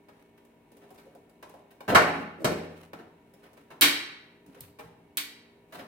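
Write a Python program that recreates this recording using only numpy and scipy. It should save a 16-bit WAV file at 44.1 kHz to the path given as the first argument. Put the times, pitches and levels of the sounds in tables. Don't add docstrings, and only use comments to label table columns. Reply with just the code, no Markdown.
import sys
import numpy as np
from scipy import signal
from scipy.fft import rfft, irfft, next_fast_len
from scipy.io import wavfile

SR = 44100
rng = np.random.default_rng(int(sys.argv[2]) if len(sys.argv) > 2 else 0)


def transcribe(signal):
    frames = np.atleast_2d(signal).T
    limited = np.clip(frames, -1, 1)
    pcm = np.round(limited * 32767).astype(np.int16)
    wavfile.write(sys.argv[1], SR, pcm)


N = 258867
AGE_S = np.arange(SR) / SR
ATTACK_SAMPLES = int(.04 * SR)
EDGES_HZ = 16500 / 2 ** (np.arange(19, -1, -1) / 2)
BANDS_HZ = np.sqrt(EDGES_HZ[1:] * EDGES_HZ[:-1])
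LEFT_RIGHT = np.array([[1], [-1]])

# start, swell and early T60 in seconds, level in dB, tilt in dB per octave.
SNIPS_AND_JAW_CLICK = [(3.8107, 0.013, 0.14, -21, 0), (4.6047, .001, 0.075, -77, 7),
                       (5.171, 0.0025, 0.14, -39.5, 1.8)]
# start in seconds, level in dB, decay time constant in seconds.
SHARP_CRACKS = [(1.427, -49, .001), (1.9506, -34, 0.0018), (2.4457, -41, .002), (2.933, -51, 0.0013),
                (3.8103, -9, .0016), (4.607, -35, 0.0016), (5.171, -20, 0.0019)]
# start, swell and early T60 in seconds, level in dB, bulge pitch in Hz, its boost in dB,
# its width in octaves, thump pitch in Hz, thump level in dB.
BUCKLES = [(1.947, 0.0057, .14, -34.5, 1150, 15, 0.96, 94.8, -24.5),
           (2.444, 0.002, 0.12, -39.5, 450, 8.5, 1.13, 146, -17)]
# start and length in seconds, level in dB, tilt in dB per octave.
JAW_SLIPS = [(.084, .015, -61, -0.5), (.376, 0.0079, -70, 1.5), (.815, .025, -63.5, -1.5),
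             (.976, .025, -61.5, 1.7), (1.426, 0.0046, -52.5, -0.1), (1.706, .01, -66.5, 2.5),
             (1.805, 0.0055, -55.5, 0.5), (1.879, .03, -30.5, -1.25), (1.922, 0.011, -34, -4.4),
             (2.932, .002, -49.5, -1), (2.985, .02, -55.5, -2), (3.423, .045, -60.5, 0.4),
             (3.569, .01, -63, 0.5), (3.703, .02, -54, -.5), (4.55, .04, -61.5, -2), (4.787, .022, -51, .5),
             (5.723, 0.036, -48.5, 0.9), (5.78, .035, -48.5, -.5)]
# start and length in seconds, level in dB, pitch in Hz.
BUMPS_AND_RINGS = [(.72, 0.0037, -62.5, 400), (.903, 0.024, -54.5, 550), (1.052, 0.025, -56, 496),
                   (1.149, 0.011, -57.5, 650), (1.428, 0.0033, -53, 776), (1.539, 0.003, -51.5, 710),
                   (1.807, 0.0017, -56, 794), (1.885, 0.033, -30.5, 104.7), (2.14, .1, -42, 262),
                   (2.385, 0.051, -42.5, 420), (2.932, 0.0044, -53.5, 277), (4.461, 0.048, -57, 280),
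                   (4.6, 0.025, -54, 107), (4.835, 0.026, -50.5, 139), (5.765, 0.034, -58, 169)]
# start in seconds, level in dB.
BLADE_TICKS = [(.449, -75.5), (.717, -72), (.768, -70), (.905, -69), (.945, -72), (1.149, -73),
               (1.295, -74), (1.494, -67), (3.337, -70), (3.531, -72.5), (4.463, -71.5)]
# midpoint and length in seconds, level in dB.
JAW_PUSHES = [(0.206, 0.27, -79.5), (0.945, 0.72, -77), (1.546, 0.2, -76), (2.807, 0.24, -65),
              (3.551, 0.96, -81), (4.6, 0.31, -69.5), (5.79, 0.26, -71)]
# frequency in Hz, level in dB, T60 in seconds.
SNIP_MODES = [(165, 4.5, .4), (291, 9.5, 0.49), (1533, -8, .33), (1953, -8, 0.82), (2323, -4.5, 0.41),
              (2540, -2.5, .27), (2818, -10.5, .33), (3470, -4, 0.3), (3670, -4.5, 0.34),
              (4050, -17.5, 0.7), (4250, 1, .33), (4690, -4, .55), (5500, -11, 0.23), (5540, -7.5, 0.33),
              (6570, -4, .15), (6900, -11.5, 0.4), (7700, -17, .32), (8440, -8, .2), (9140, -0.5, .26),
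              (10090, -13.5, 0.13), (12000, -11, .24), (13200, -7.5, 0.24)]
PLATE_MODES = [(63.5, 3, .5), (88.4, 7, 1.3), (165.2, 8, 0.98), (189.5, 8.5, .25), (276, 2.5, 0.36),
               (408.3, -2.5, 0.67), (467, -2, 0.74), (551, -3, 0.1), (611.4, 0.5, .55), (735, 0, 0.58),
               (831, -3, 0.77), (916, -8.5, .55), (1030, -1, 0.25), (1083, -5, 0.15), (1331, 1, 0.32),
               (1516, -9.5, 0.43), (1590, -6.5, 0.092), (1760, -8, 0.69), (2470, -5.5, 0.36)]
# frequency in Hz, T60 in seconds.
RING_DOWN = [(60, 0.31), (150, 0.75), (400, 0.62), (1000, 0.73), (2500, 0.73), (4200, 0.61), (7000, 0.46),
             (10000, .4), (15000, 0.27)]
# frequency in Hz, level spread in dB.
MODE_CLUMPS = [(300, 2.95), (1200, 1.5), (3500, 5), (14000, 3.5)]
# frequency in Hz, side minus mid in dB.
STEREO_WIDTH = [(60, -15.5), (120, -20), (250, -13), (400, -10), (700, -3), (1300, -0.5), (2400, -1.5),
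                (4400, 1), (15000, 0)]
# frequency in Hz, left minus right in dB.
STEREO_LEAN = [(60, 3), (600, 0.8), (1300, 0), (4500, -0.7), (7000, 1), (9500, 8.5), (13000, -5.5)]
# frequency in Hz, spectral density in dB.
ROOM_AIR = [(15, -48), (25, -16), (157, -8), (229, -10.5), (335, -5), (405, -8), (531, -15), (962, -14.5),
            (1160, -25), (1650, -25), (2220, -22), (5140, -40.5), (5730, -41), (12900, -37.5),
            (16000, -42.5)]
# frequency in Hz, level in dB.
MOTOR_LINES = [(172.3, -73), (231.5, -69), (290.7, -70.5), (403.7, -67.5), (463.0, -78), (635.2, -76.5),
               (899.0, -90.5), (958.2, -78), (1798, -86), (2218, -83.5)]
# frequency in Hz, band gain in dB.
SNIP_COLOUR = [(28, -64.5), (60, -42.5), (155, -29), (217, -34), (307, -12), (434, -24.5), (900, -15),
               (1500, -7), (2300, -2), (3500, .2), (5000, -4.6), (7000, -7.3), (14000, -2.5)]
POP_COLOUR = [(28, -43), (55, -12.5), (108, -5), (155, -2.5), (230, -.5), (430, -1), (620, 4),
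              (870, .1), (1250, 4), (2450, 1.3), (4500, 1.5), (7000, -.3), (14000, -2.9)]
RATTLE_COLOUR = [(28, -49), (80, -24), (160, -12.5), (300, 3), (620, 2), (1250, -5.5), (2200, 7),
                 (5000, -5.5), (14000, -2.5)]
CREAK_COLOUR = [(28, -51.5), (60, -29), (110, -16), (200, -12.5), (400, -4), (750, -1.4), (1300, -4),
                (1900, -4.5), (4000, -11.5), (6500, -17.5), (14000, -13)]
BUMP_COLOUR = [(28, -11.5), (80, -5), (200, 3.5), (700, -.5), (3000, -3), (14000, -1)]
TICK_COLOUR = [(28, -35), (100, -11.5), (200, -3.5), (650, 3.5), (1500, -8), (4000, -8), (6500, -7),
               (10000, -2), (14000, -2)]
RUB_COLOUR = [(30, -30), (300, -4.5), (700, 1), (2500, 3.5), (6000, -6.5), (9000, -.5), (14000, -2.2)]


def snips(dense):
    out = np.zeros((2, N))
    for start_s, swell_s, early_t60_s, db, db_per_octave in SNIPS_AND_JAW_CLICK:
        body = steel(dense, SNIP_MODES, swell_s, early_t60_s, tail_db=-4.5, modes_db=0)
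        add(out, start_s, strike(body, db + tilt_db(db_per_octave), SNIP_COLOUR))
    return out


def steel(dense, modes, swell_s, early_t60_s, tail_db, modes_db):
    band_swell_s = swell_s * (np.maximum(BANDS_HZ, 600)[:, None] / 2000) ** -.25
    swell = 1 - np.exp(-AGE_S / band_swell_s)
    ring_t60_s = at_hz(RING_DOWN, BANDS_HZ)[:, None]
    drop_t60_s = early_t60_s * ring_t60_s / np.median(ring_t60_s)
    fade = from_db(-60 * AGE_S / drop_t60_s) + from_db(tail_db - 60 * AGE_S / ring_t60_s)
    bands = unit_attack(dense * (fade * swell)[:, None])
    for hz, db, t60_s in modes:
        phase = rng.uniform(0, 2 * np.pi)
        ear_phase = from_db(at_hz(STEREO_WIDTH, hz)) * rng.choice([-1, 1]) * LEFT_RIGHT * np.pi / 4
        band = np.argmin(abs(np.log(BANDS_HZ / hz)))
        envelope = np.sqrt(2) * from_db(db + modes_db - 60 * AGE_S / t60_s) * swell[band]
        bands[band] += envelope * np.sin(2 * np.pi * hz * AGE_S + phase + ear_phase)
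    return unit_attack(bands)


def strike(body, levels_db, colour):
    return np.tensordot(from_db(levels_db + at_hz(colour, BANDS_HZ)), body, axes=1)


def cracks(peak_hz=13300, rise_s=.0005, broadband_db=-10, lean_db=-2):
    out, age_s = np.zeros((2, N)), AGE_S[:ATTACK_SAMPLES]
    for start_s, db, decay_s in SHARP_CRACKS:
        noise = rng.standard_normal(ATTACK_SAMPLES) + .3 * rng.standard_normal((2, ATTACK_SAMPLES))
        burst = noise * np.exp(-age_s / decay_s) * (1 - np.exp(-age_s / rise_s))
        peak = signal.lfilter(*signal.iirpeak(peak_hz, Q=2.5, fs=SR), burst)
        add(out, start_s, from_db(db) * (2 * peak + from_db(broadband_db) * burst))
    return out * from_db(lean_db / 2 * LEFT_RIGHT)


def pops(dense, spots, rebounds=4, wait_s=.055, spacing_s=.065, rattle_s=.035, loss_db=7):
    out = np.zeros((2, N))
    for start_s, swell_s, early_t60_s, db, bulge_hz, boost_db, octaves, thump_hz, thump_db in BUCKLES:
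        levels_db = db + boost_db * bell(bulge_hz, octaves)
        body = steel(dense, PLATE_MODES, swell_s, early_t60_s, tail_db=-8, modes_db=-4)
        add(out, start_s, strike(body, levels_db, POP_COLOUR) + from_db(thump_db) * thump(thump_hz))
        rebound_db = levels_db - 11.5 + tilt_db(-1.87)
        for k in range(rebounds):
            rattle = stick_slip(spots[k % len(spots)], rattle_s, rebound_db - loss_db * k, RATTLE_COLOUR)
            add(out, start_s + wait_s + spacing_s * k, rattle)
    return out


def thump(hz, t60_s=.091, rise_s=.0059):
    envelope = from_db(-60 * AGE_S / t60_s) * (1 - np.exp(-AGE_S / rise_s))
    return np.tile(envelope * np.sin(2 * np.pi * hz * AGE_S), (2, 1))


def creaks(spots):
    out = np.zeros((2, N))
    for k, (start_s, length_s, db, db_per_octave) in enumerate(JAW_SLIPS):
        levels_db = db + tilt_db(db_per_octave)
        add(out, start_s, stick_slip(spots[k % len(spots)], length_s, levels_db, CREAK_COLOUR))
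    return out


def stick_slip(spot, length_s, levels_db, colour, jerks_per_s=1100, spread_db=6):
    count = SR // 8
    jerks = rng.random(count) < jerks_per_s / SR
    sizes = from_db(spread_db * np.clip(rng.standard_normal(count), -2, 2))
    stroke = np.sqrt(abs(np.sin(np.pi * np.minimum(AGE_S[:count] / length_s, 1))))
    force = jerks * stroke * sizes * rng.choice([-1, 1], count)
    force[0] = 2.6 * np.exp(-length_s / .064)
    force /= np.linalg.norm(force)
    return signal.fftconvolve(strike(spot, levels_db, colour), force[None], axes=1)


def sheet_spots(hiss, count=3):
    spots = []
    for k in range(count):
        dense = hiss[..., k * SR:(k + 1) * SR]
        body = steel(dense, PLATE_MODES, swell_s=.0006, early_t60_s=.057, tail_db=-9, modes_db=-5.5)
        spots.append(body[..., :SR // 2])
    return spots


def bumps_and_rings(spots, depth_db=26):
    out = np.zeros((2, N))
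    for k, (start_s, length_s, db, hz) in enumerate(BUMPS_AND_RINGS):
        levels_db = db + depth_db * (bell(hz, octaves=.55) - 1)
        add(out, start_s, stick_slip(spots[k % len(spots)], length_s, levels_db, BUMP_COLOUR))
    return out


def ticks(spots, length_s=.0024):
    out = np.zeros((2, N))
    for k, (start_s, db) in enumerate(BLADE_TICKS):
        add(out, start_s, stick_slip(spots[k % len(spots)], length_s, db, TICK_COLOUR))
    return out


def rubbing(hiss, gain_db=-5, grain_db=4, rest_db=-90):
    time_s, push = np.arange(N) / SR, from_db(rest_db)
    for middle_s, length_s, db in JAW_PUSHES:
        position = np.clip((time_s - middle_s) / length_s, -.5, .5)
        push = push + from_db(db) * np.cos(np.pi * position) ** 2
    grit = np.roll(strike(hiss, 0, RUB_COLOUR), SR, axis=1)
    return grit * push * from_db(gain_db + grain_db * drift(230))


def motor(gain_db=.57, waver_db=2, wander_rad=.32):
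    time_s, hum = np.arange(N) / SR, 0
    for hz, db in MOTOR_LINES:
        amplitude = np.sqrt(2) * from_db(db + gain_db + waver_db * drift(5.9))
        phase = 2 * np.pi * (hz * time_s + rng.random()) + wander_rad * drift(5.3)
        hum = hum + amplitude * np.sin(phase)
    return hum


def room_air(hiss, rms_db=-62.5):
    gains = from_db(at_hz(ROOM_AIR, BANDS_HZ)) * np.sqrt(BANDS_HZ)
    return from_db(rms_db) * unit_rms(np.tensordot(gains, hiss, axes=1))


def noise_bands(samples, clumps):
    padded = next_fast_len(samples + SR // 4)
    bins_hz = np.arange(1, padded // 2 + 2) * SR / padded
    ripple = np.interp(np.sqrt(bins_hz), np.arange(160), rng.standard_normal(160))
    ripple_db = at_hz(clumps, bins_hz) * np.clip(ripple, -2, 1.5)
    noise = irfft(rfft(rng.standard_normal((2, 2, padded))) * from_db(ripple_db), padded)
    bands = []
    for k, hz in enumerate(BANDS_HZ):
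        bandpass = signal.butter(3, EDGES_HZ[k:k + 2], "band", fs=SR, output="sos")
        mid, side = signal.sosfilt(bandpass, noise[k % 2])[:, -samples:]
        pair = mid + from_db(at_hz(STEREO_WIDTH, hz)) * side * LEFT_RIGHT
        bands.append(unit_rms(pair * from_db(at_hz(STEREO_LEAN, hz) / 2 * LEFT_RIGHT)))
    return np.array(bands)


def tilt_db(db_per_octave):
    return db_per_octave * np.log2(BANDS_HZ / 1000)


def bell(hz, octaves):
    return np.exp(-.5 * (np.log2(BANDS_HZ / hz) / octaves) ** 2)


def drift(points_per_s):
    return np.interp(np.arange(N) / SR * points_per_s, np.arange(2000), rng.standard_normal(2000))


def at_hz(table, hz):
    points_hz, values = np.array(table).T
    return np.interp(np.log(hz), np.log(points_hz), values)


def from_db(db):
    return 10 ** (db / 20)


def unit_rms(x):
    return x / np.sqrt(np.mean(x ** 2) + 1e-20)


def unit_attack(bands):
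    return bands / np.sqrt(np.mean(bands[..., :ATTACK_SAMPLES] ** 2, axis=(1, 2), keepdims=True))


def add(out, start_s, sound):
    start = int(start_s * SR)
    out[:, start:start + sound.shape[1]] += sound[:, :N - start]


def scene():
    dense = noise_bands(len(AGE_S), MODE_CLUMPS)
    hiss = noise_bands(N, clumps=[(1000, 0)])
    spots = sheet_spots(hiss)
    handling = creaks(spots) + ticks(spots) + bumps_and_rings(spots) + rubbing(hiss)
    return pops(dense, spots) + snips(dense) + cracks() + handling + motor() + room_air(hiss)


def record(dry, low_hz=40, high_hz=16300):
    highpass = signal.butter(2, low_hz, "high", fs=SR, output="sos")
    lowpass = signal.ellip(10, .1, 80, high_hz, fs=SR, output="sos")
    clipped = np.clip(signal.sosfilt(highpass, dry), -1, 1)
    return signal.sosfilt(lowpass, clipped)


dry = scene()
out = record(dry)
transcribe(out)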